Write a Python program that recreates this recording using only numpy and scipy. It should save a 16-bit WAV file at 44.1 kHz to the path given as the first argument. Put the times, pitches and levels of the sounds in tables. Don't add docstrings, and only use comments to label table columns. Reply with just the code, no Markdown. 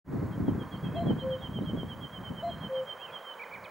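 import sys
import numpy as np
from scipy import signal
from scipy.fft import rfft, irfft
from scipy.io import wavfile
from scipy.ndimage import uniform_filter1d

SR = 44100
rng = np.random.default_rng(int(sys.argv[2]) if len(sys.argv) > 2 else 0)


def output_pcm(signal):
    pcm = np.clip(np.atleast_2d(signal).T, -1, 1) * 32767
    wavfile.write(sys.argv[1], SR, np.round(pcm).astype(np.int16))


N = 163170
TIME_S = np.arange(N) / SR

# freq_hz, relative_db
WASH_SPECTRUM = [(25, -25), (70, -18), (120, -21), (190, -9), (330, -9.5), (520, 4), (760, -1), (1050, 3),
                 (1300, -2.5), (1550, -2.5), (2200, -12), (2800, -23), (3600, -27.5), (5000, -30.5),
                 (9000, -54)]
HISS_SPECTRUM = [(100, -7), (3000, 5), (5000, -0.5), (6800, 3), (8200, -1), (11000, -0.5), (13000, -2.5),
                 (15800, -2.5)]
RUMBLE_SPECTRUM = [(20, -28), (40, -23), (70, -5.5), (105, 0), (175, 2.5), (260, -6.5), (400, -15.5),
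                   (700, -29), (1500, -58), (4000, -82)]
FLUTTER_SPECTRUM = [(40, -33), (100, -13), (160, -1.5), (240, 8.5), (420, -4.5), (800, -16.5),
                    (1500, -30.5), (3000, -53), (8000, -67)]
# time_s, level_db
WASH_ENVELOPE = [(0, -50.5), (.9, -47.5), (1.6, -50), (2.3, -49), (2.8, -47), (3.1, -46.5), (3.4, -48),
                 (3.7, -47.5)]
# freq_hz, left_minus_right_db
WASH_BALANCE = [(100, -1.5), (380, -0.5), (700, -2), (1290, -3.5), (2380, -4), (4400, -4.5), (8000, -13)]
# time_s, strength_db
GUST_ENVELOPE = [(.04, -42.5), (.11, -32.5), (.23, -31), (.33, -36), (.48, -27.5), (.66, -36.5), (.71, -45),
                 (.745, -32.5), (.8, -47.5), (.84, -34.5), (1.01, -34), (1.09, -26.5), (1.18, -34.5),
                 (1.205, -41), (1.26, -35), (1.39, -44), (1.58, -34), (1.64, -31.5), (1.66, -38),
                 (1.75, -30.5), (1.97, -45), (2.06, -43), (2.1, -53.5), (2.21, -40.5), (2.27, -48.5),
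                 (2.32, -35), (2.4, -48.5), (2.55, -39), (2.6, -47), (2.64, -37), (2.73, -60), (2.82, -56),
                 (3.02, -71), (3.13, -56.5), (3.2, -83), (3.46, -79), (3.59, -52), (3.7, -71)]
# centre_s, peak_db, width_s
EDDY_THUMPS = [(.483, -20.5, 0.00074), (0.526, -25, 0.0031), (1.07, -19.5, 0.00066), (1.098, -20.5, 0.0014),
               (1.589, -24.5, 0.00049), (1.635, -22.5, 0.0013), (1.698, -25.5, 0.0009),
               (1.735, -24.5, 0.0014), (1.752, -25, 0.00077), (1.775, -22.5, 0.001), (1.833, -25, 0.00063),
               (2.316, -30.5, 0.0024)]

# start_s, length_s, level_db, first_hz, last_hz
TWITTER_NOTES = [(0.141, 0.024, -72, 4420, 4300), (0.191, 0.017, -68, 4450, 4200),
                 (0.235, .036, -71, 4480, 4230), (0.663, .026, -71, 4450, 4300),
                 (0.719, .035, -72, 4450, 4200), (0.759, .028, -68, 4440, 4330),
                 (0.838, .06, -64, 2640, 2550), (0.923, 0.077, -62, 2550, 2690),
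                 (1.19, 0.059, -66, 3700, 4440), (1.385, 0.051, -66, 3750, 3620),
                 (1.612, 0.055, -69, 3600, 4400)]
# start_s, length_s, level_db, end_hz, top_hz
SLUR_NOTES = [(2.981, .135, -55.5, 2320, 3020), (3.633, .044, -48, 1890, 2600)]
# start_s, length_s, level_db, first_hz, last_hz
CHIP_NOTES = [(2.826, 0.025, -70, 8100, 7300), (3.224, 0.024, -63, 4380, 3250),
              (3.335, 0.015, -59, 5300, 3220), (3.432, 0.024, -60.5, 5120, 2930),
              (3.533, 0.036, -61.5, 5160, 2950), (3.639, .032, -54.5, 5100, 3000)]
# start_s, length_s, level_db, pitch_hz
WARBLE_NOTES = [(3.39, 0.063, -40.5, 2397), (3.512, 0.058, -43, 2390)]
WARBLE_CONTOUR = [(0, 1.06), (.14, .97), (.28, .925), (.54, 1.035), (.72, .95), (1, 0.697)]
# start_s, length_s, level_db, first_hz, target_hz, end_flick_down_hz
WHISTLE_NOTES = [(0.306, 0.053, -57.5, 3240, 3150, 0), (0.454, 0.056, -54, 3300, 3110, 0),
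                 (0.584, 0.056, -49, 3296, 3160, 0), (0.707, 0.06, -47.5, 3296, 3130, 0),
                 (0.826, 0.059, -45.5, 3294, 3170, 0), (0.943, 0.057, -42.5, 3300, 3124, 60),
                 (1.057, 0.068, -42.5, 3294, 3070, 62), (1.175, 0.065, -42, 3250, 3070, 0),
                 (1.295, 0.065, -41.5, 3250, 3065, 0), (1.407, 0.07, -40.5, 3280, 3110, 200),
                 (1.527, 0.068, -41.5, 3247, 3084, 250), (1.645, 0.074, -42.5, 3255, 3060, -2),
                 (1.762, 0.074, -42.5, 3290, 3080, -3), (1.881, 0.063, -42.5, 3260, 3030, 2),
                 (2.003, 0.069, -42.0, 3280, 3073, -3), (2.117, 0.073, -43, 3235, 3057, 0),
                 (2.225, 0.0746, -42.5, 3180, 3050, 0), (2.352, 0.071, -43, 3180, 3015, 98),
                 (2.483, 0.071, -43, 3240, 3122, 0), (2.603, 0.074, -40.5, 3228, 3070, 2),
                 (2.725, 0.082, -40.5, 3207, 3088, 173), (2.861, 0.076, -38.0, 3193, 3087, 0),
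                 (2.991, 0.076, -39.5, 3245, 3055, -2), (3.119, 0.066, -39.5, 3320, 3073, 0),
                 (3.236, 0.11, -41.5, 3155, 3024, -3)]
WHISTLE_CONTOUR = [(0, 0), (.3, 0), (.55, .5), (.8, 0.94), (1, 0.88)]

# start_s, length_s, level_db, pitch_hz
CUCK_NOTES = [(0.949, 0.094, -30.5, 686.4), (2.42, 0.092, -29.5, 690)]
OO_NOTES = [(1.212, 0.17, -29.5, 522.6), (2.683, .170, -29, 523.7)]
# harmonic_number, relative_db
CUCK_HARMONICS = [(2, -45), (3, -30), (4, -46), (5, -45), (6, -29.5), (11, -45)]
OO_HARMONICS = [(2, -30.5), (3, -44.5), (4, -46), (5, -57)]
CUCK_CONTOUR = [(0, .8), (.14, .97), (.27, 1.018), (.45, .975), (.66, 1.008), (.85, 1.0), (1, 0.86)]


def amp(db):
    return 10 ** (np.asarray(db) / 20)


def unit_rms(x):
    return x / np.sqrt(np.mean(x ** 2) + 1e-20)


def curve(points, at):
    return np.interp(at, *np.transpose(points))


def spectrum(points):
    hz, value = np.transpose(points)
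    return np.interp(np.log(np.fft.rfftfreq(N, 1 / SR) + 1), np.log(hz), value)


def drift(n, rate_hz):
    lowpass = np.exp(-(np.fft.rfftfreq(N, 1 / SR) / rate_hz) ** 2)
    return unit_rms(irfft(rfft(rng.standard_normal(N)) * lowpass, N))[:n]


def highpass(x, cut_hz):
    return signal.sosfiltfilt(signal.butter(2, cut_hz, "high", fs=SR, output="sos"), x)


def pan(left_minus_right_db):
    gains = np.array([amp(left_minus_right_db / 2), amp(-left_minus_right_db / 2)]).reshape(2, -1)
    return gains / gains.mean(0)


def noise(colour, correlation, pan_db=0):
    mid, side = rfft(rng.standard_normal((2, N)))
    side *= np.sqrt((1 - correlation) / (1 + correlation))
    return unit_rms(irfft(np.array([mid + side, mid - side]) * amp(spectrum(colour)) * pan(pan_db), N))


def add(mix, start_s, sound):
    part = mix[round(start_s * SR):][:len(sound)]
    part += sound[:len(part)]


def progress(length_s):
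    return np.linspace(0, 1, round(length_s * SR))


def glide(contour, u):
    return uniform_filter1d(curve(contour, u), size=len(u) // 7, mode="nearest")


def note(hz, attack_s, release_s, harmonics=(), jitter=.002, shimmer=.05):
    n = len(hz)
    t = np.arange(n) / SR
    phase = 2 * np.pi * np.cumsum(hz * (1 + jitter * drift(n, 200))) / SR
    tone = np.sin(phase) + sum(amp(db) * np.sin(k * phase) for k, db in harmonics)
    attack = np.sin(np.pi / 2 * np.minimum(t / attack_s, 1))
    release = np.sin(np.pi / 2 * np.minimum(t[::-1] / release_s, 1))
    return attack * release * (1 + shimmer * drift(n, 120)) * tone


def among_trees(x, echo_db, pan_db, t60_s=.79, delay_s=.013, taps_per_s=1500):
    t = np.arange(SR) / SR
    taps = rng.standard_normal((3, SR)) * (rng.random((3, SR)) < taps_per_s / SR)
    taps *= (t > delay_s) * amp(-60 * t / t60_s)
    tail = taps[0] + .36 * taps[1:]
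    echo = signal.fftconvolve(x[None], tail / np.linalg.norm(tail[0]), axes=1)[:, :N]
    return pan(pan_db) * (x + amp(echo_db) * echo)


def distant_wash():
    level_db = curve(WASH_ENVELOPE, TIME_S) + .83 * drift(N, 17)
    return amp(level_db) * noise(WASH_SPECTRUM, correlation=.97, pan_db=spectrum(WASH_BALANCE))


def camera_noise(hiss_db=-67, whine_db=-66, whine_hz=15625, buzz_hz=50, gap_fraction=.17):
    hiss = amp(hiss_db) * noise(HISS_SPECTRUM, correlation=.99)
    gate = uniform_filter1d(1. * (TIME_S * buzz_hz % 1 > gap_fraction), size=200)
    return hiss + amp(whine_db) * gate * np.sin(2 * np.pi * whine_hz * TIME_S)


def wind(strong_gust_db=-30.5):
    excess_db = curve(GUST_ENVELOPE, TIME_S) - strong_gust_db
    rumble = unit_rms(noise(RUMBLE_SPECTRUM, correlation=.92) * amp(2 * drift(N, 52)))
    flutter = unit_rms(noise(FLUTTER_SPECTRUM, correlation=.32) * amp(5.8 * drift(N, 42)))
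    return rumble * amp(-32.5 + .88 * excess_db) + flutter * amp(-34.5 + 1.6 * excess_db)


def eddies(lead_s=.02):
    out = np.zeros((2, N))
    t = np.arange(-lead_s, lead_s, 1 / SR)
    for centre_s, peak_db, width_s in EDDY_THUMPS:
        dip = highpass(-1 / (1 + (t / width_s) ** 2) ** 2, cut_hz=145)
        for port in out:
            add(port, centre_s - lead_s, amp(peak_db + rng.standard_normal()) * dip / abs(dip).max())
    return out


def other_birds():
    out = np.zeros(N)
    for start_s, length_s, db, first_hz, last_hz in TWITTER_NOTES:
        hz = first_hz + (last_hz - first_hz) * progress(length_s)
        add(out, start_s, amp(db) * note(hz, .0056, .012, jitter=.011, shimmer=.35))
    for start_s, length_s, db, end_hz, top_hz in SLUR_NOTES:
        hz = glide([(0, end_hz), (.45, top_hz), (1, end_hz)], progress(length_s))
        add(out, start_s, amp(db) * note(hz, .031, .014, jitter=.0042, shimmer=.37))
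    for start_s, length_s, db, first_hz, last_hz in CHIP_NOTES:
        hz = last_hz + (first_hz - last_hz) * (1 - progress(length_s)) ** 3.1
        add(out, start_s, amp(db) * note(hz, .0062, .0068))
    for start_s, length_s, db, pitch_hz in WARBLE_NOTES:
        hz = pitch_hz * glide(WARBLE_CONTOUR, progress(length_s))
        add(out, start_s, amp(db) * note(hz, .0089, .02, jitter=.009, shimmer=.2))
    return among_trees(out, echo_db=-7.5, pan_db=-4.5)


def whistler(swell_db=19.7, crest_fraction=.63):
    out = np.zeros(N)
    for start_s, length_s, db, first_hz, target_hz, flick_hz in WHISTLE_NOTES:
        u = progress(length_s)
        swell = amp(db - swell_db * (u / crest_fraction - 1) ** 2)
        hz = first_hz + (target_hz - first_hz) * glide(WHISTLE_CONTOUR, u)
        hz -= flick_hz * np.exp((u - 1) / .097)
        add(out, start_s, swell * note(hz, .0029, .0046, jitter=.0023, shimmer=.19))
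    return among_trees(out, echo_db=-10.5, pan_db=-6)


def cuckoo(sag_fraction=.014, pan_db=.56):
    out = np.zeros(N)
    for start_s, length_s, db, pitch_hz in CUCK_NOTES:
        hz = pitch_hz * glide(CUCK_CONTOUR, progress(length_s))
        add(out, start_s, amp(db) * note(hz, .028, .028, CUCK_HARMONICS, shimmer=.03))
    for start_s, length_s, db, pitch_hz in OO_NOTES:
        hz = pitch_hz * (1 + sag_fraction * (.5 - progress(length_s)))
        add(out, start_s, amp(db) * note(hz, .06, .06, OO_HARMONICS, shimmer=.02))
    treble = highpass(out, cut_hz=2020)
    body = among_trees(out - treble, echo_db=-17.5, pan_db=pan_db)
    return body + among_trees(treble, echo_db=-6, pan_db=pan_db)


def scene():
    return distant_wash() + camera_noise() + wind() + eddies() + other_birds() + whistler() + cuckoo()


def record(dry):
    fade_start_s, fade_s, edge_hz = .044, .091, 15850
    fade = np.clip((TIME_S - fade_start_s) / fade_s, 0, 1)
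    lowpass = signal.firwin(1023, edge_hz, window=("kaiser", 9), fs=SR)
    return signal.oaconvolve(dry * fade, lowpass[None], "same")


dry = scene()
out = record(dry)
output_pcm(out)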